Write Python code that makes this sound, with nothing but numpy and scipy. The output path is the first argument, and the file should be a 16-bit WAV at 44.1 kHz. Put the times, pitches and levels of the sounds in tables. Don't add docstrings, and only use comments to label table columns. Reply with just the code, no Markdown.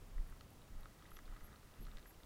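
import sys
import numpy as np
from scipy import signal
from scipy.fft import rfft, irfft
from scipy.io import wavfile

SR = 44100
rng = np.random.default_rng(int(sys.argv[2]) if len(sys.argv) > 2 else 0)


def gain_from_decibels(decibels):
    exponent = np.asarray(decibels, float) / 20
    return 10 ** exponent


def bounce(signal):
    frames = np.transpose(np.atleast_2d(signal))
    limited = np.clip(frames, -1, 1)
    pcm = np.round(limited * 32767).astype(np.int16)
    wavfile.write(sys.argv[1], SR, pcm)


N = 99225

# pitch in Hz, level in dB, time to fall 60 dB in seconds.
HOUSING_LOW = [
    (1281, -4, 0.027),
    (1440, -3.5, 0.01),
    (1670, -7, 0.02),
    (1937, -4.5, 0.022),
]
# pitch in Hz, level in dB, time to fall 60 dB in seconds.
HOUSING_HIGH = [
    (2860, 3, 0.0057),
    (3700, -6, 0.0086),
    (4200, -15, 0.0078),
    (5870, -11, 0.0034),
    (6700, -23, 0.005),
]
TICK_SCATTER_DB = 2


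def rms_one(x):
    return x / np.sqrt(np.mean(x ** 2) + 1e-20)


def drift(rate):
    r = np.exp(-80 * np.pi * rate / SR)
    slow = signal.lfilter([1], [1, -2 * r, r * r], rng.standard_normal(N // 40 + 2002))[2000:]
    return np.interp(np.arange(N) / 40, np.arange(len(slow)), rms_one(slow - slow.mean()))


def ring(clicks, hz, t60):
    r = gain_from_decibels(-60 / (t60 * SR))
    w = 2 * np.pi * hz / SR
    return signal.lfilter([0, np.sin(w)], [1, -2 * r * np.cos(w), r * r], clicks + 1e-18)


def train(s, sizes):
    return np.bincount((np.asarray(s) * SR).astype(int), sizes, N)[:N]


def band(x, low_hz, high_hz):
    return signal.sosfilt(signal.butter(2, [low_hz, high_hz], "band", fs=SR, output="sos"), x)


def scatter_tail(x, decay_s):
    puff = rng.standard_normal(600) * np.exp(-np.arange(600) / SR / decay_s)
    return signal.fftconvolve(x, puff / np.sqrt(np.sum(puff ** 2)))[:N]


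def whine():
    # pitch in Hz, rms level in dB.
    lines = [
        (15422, -99),
        (15478, -91),
        (15536, -99),
    ]
    hump_hz, hump_width_hz, hump_db = 15500, 600, -86.5
    t = np.arange(N) / SR
    hump_t60 = np.log(1000) / np.pi / hump_width_hz
    hump = rms_one(ring(rng.standard_normal(N), hump_hz, hump_t60))
    tones = sum(gain_from_decibels(db) * np.sqrt(2) * np.sin(2 * np.pi * hz * t) for hz, db in lines)
    return gain_from_decibels(hump_db) * hump + tones


def air():
    # pitch in Hz, level in dB per Hz.
    colour_points = [
        (12, -48),
        (20, 11.5),
        (153, -3.5),
        (453, -13),
        (520, -13.5),
        (727, -16),
        (1340, -18.5),
        (1460, -22.5),
        (15600, -32),
    ]
    # time in seconds, level in dB.
    wind = [(0.0, -65.5), (0.12, -67), (0.2, -64), (0.22, -65.5), (0.64, -67), (0.66, -66), (0.76, -64),
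            (0.8, -65.5), (1.37, -68), (1.4, -66.5), (1.55, -67.5), (1.59, -68), (1.71, -67.5), (1.75, -71),
            (1.81, -60), (1.83, -62), (2.05, -70), (2.25, -66.5)]
    rumble_cut_hz, gust_top_hz, gust_db, level_db = 45, 250, .7, -60.5
    hz = np.maximum(np.arange(N // 2 + 1) * SR / N, 1)
    point_hz, point_db = np.transpose(colour_points)
    colour = gain_from_decibels(np.interp(np.log(hz), np.log(point_hz), point_db))
    colour = colour / np.sqrt(1 + (rumble_cut_hz / hz) ** 4)
    low = 1 / np.sqrt(1 + (hz / gust_top_hz) ** 4)
    high = np.sqrt(1 - low ** 2)

    s, db = np.transpose(wind)
    wind_db = np.interp(np.arange(N) / SR, s, db - db.mean())
    rumble = irfft(rfft(rng.standard_normal(N)) * colour * low, N)
    rumble = rumble * gain_from_decibels(gust_db * drift(15.0) + wind_db)
    hiss = irfft(rfft(rng.standard_normal(N)) * colour * high, N)
    return gain_from_decibels(level_db) * rms_one(rumble + hiss)


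def cricket():
    # pitch in Hz, level in dB, time to fall 60 dB in seconds.
    wing = [
        (11300, 0, .006),
        (11800, -1, .006),
        (12400, -4, .005),
        (13200, -8, .004),
        (10000, -11, .005),
    ]
    # start in seconds, length in seconds, level in dB.
    buzzes = [
        (1.127, 0.046, -70),
        (1.433, 0.041, -70),
        (1.806, .04, -71),
        (2.064, 0.05, -70),
    ]
    # time in seconds, peak level in dB.
    single_ticks = [
        (0.2746, -56.5),
        (0.2992, -56),
        (0.5037, -56.5),
        (0.5332, -60),
        (0.808, -56),
        (1.1061, -54),
        (1.1174, -56),
        (.288, -62),
        (1.189, -62),
    ]
    teeth_per_s, tooth_jitter, tooth_spread_db, swell = 280, .15, 2.5, .15
    tick_db, tick_ring = 2.5, .45
    echo_db, echo_s = -1.5, .004
    low_cut_hz, top_hz = 9300, 14600

    sound = np.zeros(N)
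    for start, length, db in buzzes:
        jitter = tooth_jitter * rng.standard_normal(20)
        s = (np.arange(20) + np.clip(.3 + jitter, 0, 1)) / teeth_per_s
        stroke = np.sin(np.pi * np.clip(s / length, 0, 1)) ** swell
        run = np.zeros(N)
        for k, (hz, mode_db, t60) in enumerate(wing):
            tooth_db = mode_db + tooth_spread_db * rng.standard_normal(20)
            run += ring(train(start + s, stroke * (-1) ** k * gain_from_decibels(tooth_db)), hz, t60)
        sound += gain_from_decibels(db) * rms_one(run) * np.sqrt(length * SR / N)

    s, db = np.transpose(single_ticks)
    for k, (hz, mode_db, t60) in enumerate(wing):
        sizes = (-1) ** k * gain_from_decibels(db + tick_db + mode_db / 2)
        sound += ring(train(s, sizes), hz, t60 * tick_ring)

    sound = sound + gain_from_decibels(echo_db) * scatter_tail(sound, echo_s)
    return band(band(sound, low_cut_hz, top_hz), low_cut_hz, top_hz)


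def grains(per_s, clump):
    spread_db = 3
    sizes = gain_from_decibels(spread_db * np.minimum(rng.exponential(1, N), 4)) * rng.choice([-1, 1], N)
    return (rng.random(N) < per_s * clump / SR) * sizes


def rubbed_housing(modes, shared, clump):
    ring_share = 0.67
    sound = np.zeros(N)
    for hz, mode_db, t60 in modes:
        sound += gain_from_decibels(mode_db) * ring(grains(500, clump) + shared, hz, t60 * ring_share)
    return rms_one(sound)


def rustle():
    # time in seconds, level in dB, level of the bright tones against the deep ones in dB.
    rubbing = [(0, -81, -6), (.2, -78, -14), (.32, -70.5, -14), (.45, -90, -10), (.62, -80, -23),
               (.8, -73.5, -15), (.93, -76, -25), (1.04, -73, -4), (1.12, -70.5, -8), (1.22, -79.5, -4),
               (1.34, -68.5, -8), (1.45, -75.5, -18), (1.53, -68.5, -12), (1.62, -79, -23), (1.78, -71, -5),
               (1.88, -73, -7), (2.0, -74, -9), (2.25, -97, -25)]
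    s, db, bright_db = np.transpose(rubbing)
    t = np.arange(N) / SR
    clump = gain_from_decibels(1.5 * drift(40))
    shared = gain_from_decibels(-4.5) * grains(200, clump)
    low = rubbed_housing(HOUSING_LOW, shared, clump)
    high = rubbed_housing(HOUSING_HIGH, shared, clump)
    return gain_from_decibels(np.interp(t, s, db) - 1) * (low + gain_from_decibels(np.interp(t, s, bright_db)) * high)


def knocks():
    # time in seconds, peak level in dB, level of the two lower tones in dB, of the two upper in dB.
    touches = [(0.181, -48.5, -16, -4), (0.266, -60.5, -5, -17), (0.2992, -72, -15, -18),
               (0.3246, -56.5, -1.5, -14), (0.4100, -47.5, -9, -6), (0.6866, -61, -5, -23),
               (0.835, -61, -1.5, -17), (0.857, -47, -4, -18), (1.005, -64, -4, -19), (1.0234, -55, -4, -4),
               (1.055, -56.5, -16, 7.5), (1.0773, -62, -2, -12), (1.117, -54.5, -2, -22),
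               (1.1695, -56, -1.5, 6), (1.1894, -45.5, -10.5, -0.5), (1.279, -61.5, 2.5, -10),
               (1.324, -61, 0.5, -15), (1.3635, -55, -2.5, 4), (1.4138, -57, -3.5, -9),
               (1.437, -63, -4, -22), (1.49, -55, -9, -23), (1.5293, -59, -5, -10), (1.8373, -67, -5, -19),
               (1.868, -53.5, -6.5, -2), (1.8833, -57.5, -0.5, -19), (1.9718, -53, -23, 3),
               (1.9834, -54.5, -9, 3.5), (2.0578, -54, -19, 5), (2.108, -59, -22, 4), (2.234, -62, -6, -8),
               (.727, -67, -11, -16), (1.033, -61, -6, -18), (1.066, -65, -23, -2), (1.1718, -62, -5, -17),
               (1.297, -63, -3, -12), (1.33, -65, -9, -14), (1.370, -58, -5, 0), (1.378, -58, -8, 0),
               (1.385, -60, -5, -3), (1.4084, -54, -18, 2), (1.4450, -60.5, -4, -12), (1.506, -64, -9, -14),
               (1.518, -60, -5, -6), (1.540, -57.5, -3, -2), (1.56, -58, -9, 3), (1.631, -60.5, -4, -14),
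               (1.787, -65, -9, -14), (1.925, -60.5, -5.5, -16), (1.936, -62, -5, -14),
               (2.2035, -63, -19, 7)]
    s, db, lower_db, upper_db = np.transpose(touches)
    levels = [lower_db + 4.5] * 2 + [upper_db - 4] * 2
    sound = np.zeros(N)
    for tone_db, (hz, mode_db, t60) in zip(levels, HOUSING_LOW):
        scatter = TICK_SCATTER_DB * rng.standard_normal(len(s))
        sound += ring(train(s, gain_from_decibels(db + tone_db + mode_db + scatter)), hz, t60)
    return band(sound, 900, 2600)


def snaps():
    # time in seconds, peak level in dB, pitch in Hz, time to fall 60 dB in seconds.
    stalks = [(0.4093, -50, 4200, 0.0054), (0.409, -64, 6160, .004), (0.4102, -49, 2870, 0.0037),
              (.4095, -65, 4850, 0.0025), (.4112, -61, 6700, 0.004), (.41, -63, 2320, .003),
              (0.617, -62, 3770, 0.027), (.623, -67, 3900, .02), (.62, -62, 2980, .015),
              (.679, -68, 2670, 0.022), (.792, -69, 3900, .006), (.844, -67, 3620, .005),
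              (0.8322, -56, 3870, 0.011), (.857, -55.5, 3660, 0.0045), (0.994, -61, 3820, 0.011),
              (1.024, -58, 3220, 0.0074), (1.0434, -61, 3700, .006), (1.115, -59, 3350, .006),
              (1.063, -59, 3740, .015), (1.165, -55, 3500, .005), (1.1683, -50, 3380, 0.0085),
              (1.174, -58, 5900, .005), (1.1746, -59, 2800, .005), (1.169, -50, 5850, 0.0073),
              (1.1895, -53, 6300, 0.0058), (1.1884, -62, 3900, .004), (1.256, -58.5, 4300, 0.0093),
              (1.263, -58, 3550, 0.0066), (1.278, -61, 3700, .008), (1.366, -57, 3750, .006),
              (1.4057, -59, 6150, 0.011), (1.529, -60, 3850, .01), (1.5596, -54, 4100, 0.0059),
              (1.712, -62, 2800, 0.0065), (1.739, -57, 3540, 0.0071), (1.8518, -54, 4130, 0.0057),
              (1.853, -58, 5500, .005), (1.835, -59, 4400, .006), (1.8676, -55, 5600, .005),
              (1.868, -55, 4030, 0.0068), (1.915, -55, 3750, 0.009), (1.955, -58, 6000, .005),
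              (1.9713, -46.5, 3700, 0.0036), (1.9716, -60, 6200, .005), (1.984, -54, 4200, .006),
              (1.985, -59, 5800, .005), (1.995, -56, 4000, .007), (2.057, -61, 3100, .005),
              (2.028, -56.5, 3700, 0.0058), (2.147, -59, 3080, .005), (2.2341, -52, 3670, 0.0036)]
    pitch_db, body_db, crack_db, crack_s = -2.5, -14.5, 6.5, 0.00094
    s, db, _, _ = np.transpose(stalks)
    sound = scatter_tail(train(s, gain_from_decibels(db + crack_db)), crack_s)
    for hz, mode_db, t60 in HOUSING_HIGH:
        scatter = 2 * TICK_SCATTER_DB * rng.standard_normal(len(s))
        sound += ring(train(s, gain_from_decibels(db + body_db + mode_db + scatter)), hz, t60)
    for at, peak_db, hz, t60 in stalks:
        sound += ring(train([at], [gain_from_decibels(peak_db + pitch_db)]), hz, t60)
    return band(sound, 2300, 7500)


def thumps():
    # time in seconds, peak level in dB, sway in Hz, time to fall 60 dB in seconds.
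    jolts = [(.005, -50.5, 32.6, 1), (0.105, -48, 33.9, 0.5), (.158, -34, 27.6, 0.46),
             (0.193, -29.5, 26.6, 0.088), (0.308, -40, 24, 0.069), (.05, -83, 24, 0.13),
             (.4, -59, 26.1, 0.084), (0.561, -53.5, 29.4, 0.24), (.93, -68, 27.8, .2),
             (0.611, -52.5, 24.5, 0.33), (0.7175, -45.5, 25.3, 0.51), (.72, -61, 44.7, 0.077),
             (0.759, -39.5, 23, 0.2), (0.812, -44, 26.4, 0.18), (1.041, -57, 31.6, 0.31),
             (1.122, -48, 22.9, 0.48), (1.126, -59, 45, 0.093), (1.243, -46.5, 27, 0.42),
             (1.289, -41.5, 30.6, 0.28), (1.323, -43.5, 30, 0.064), (1.411, -42.5, 21.5, 0.19),
             (1.641, -47, 36.2, 0.067), (1.7, -50.5, 26.2, 0.092), (1.791, -42.5, 32.8, 0.38),
             (1.849, -44.5, 30, 0.35), (1.946, -41, 21, 0.22), (2.03, -53.5, 40, 0.16), (2.17, -54, 26, .2)]
    soft_hz = 105
    sway = sum(ring(train([s], [gain_from_decibels(db)]), hz, t60) for s, db, hz, t60 in jolts)
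    return signal.sosfilt(signal.butter(2, soft_hz, fs=SR, output="sos"), sway)


def scene():
    background = whine() + air() + cricket()
    touching = rustle() + knocks() + snaps()
    return (background + touching + thumps())[None]


def top_cut(x):
    return signal.sosfilt(signal.butter(12, 15710, fs=SR, output="sos"), x)


def record(dry):
    return top_cut(dry)


dry = scene()
out = record(dry)
bounce(out)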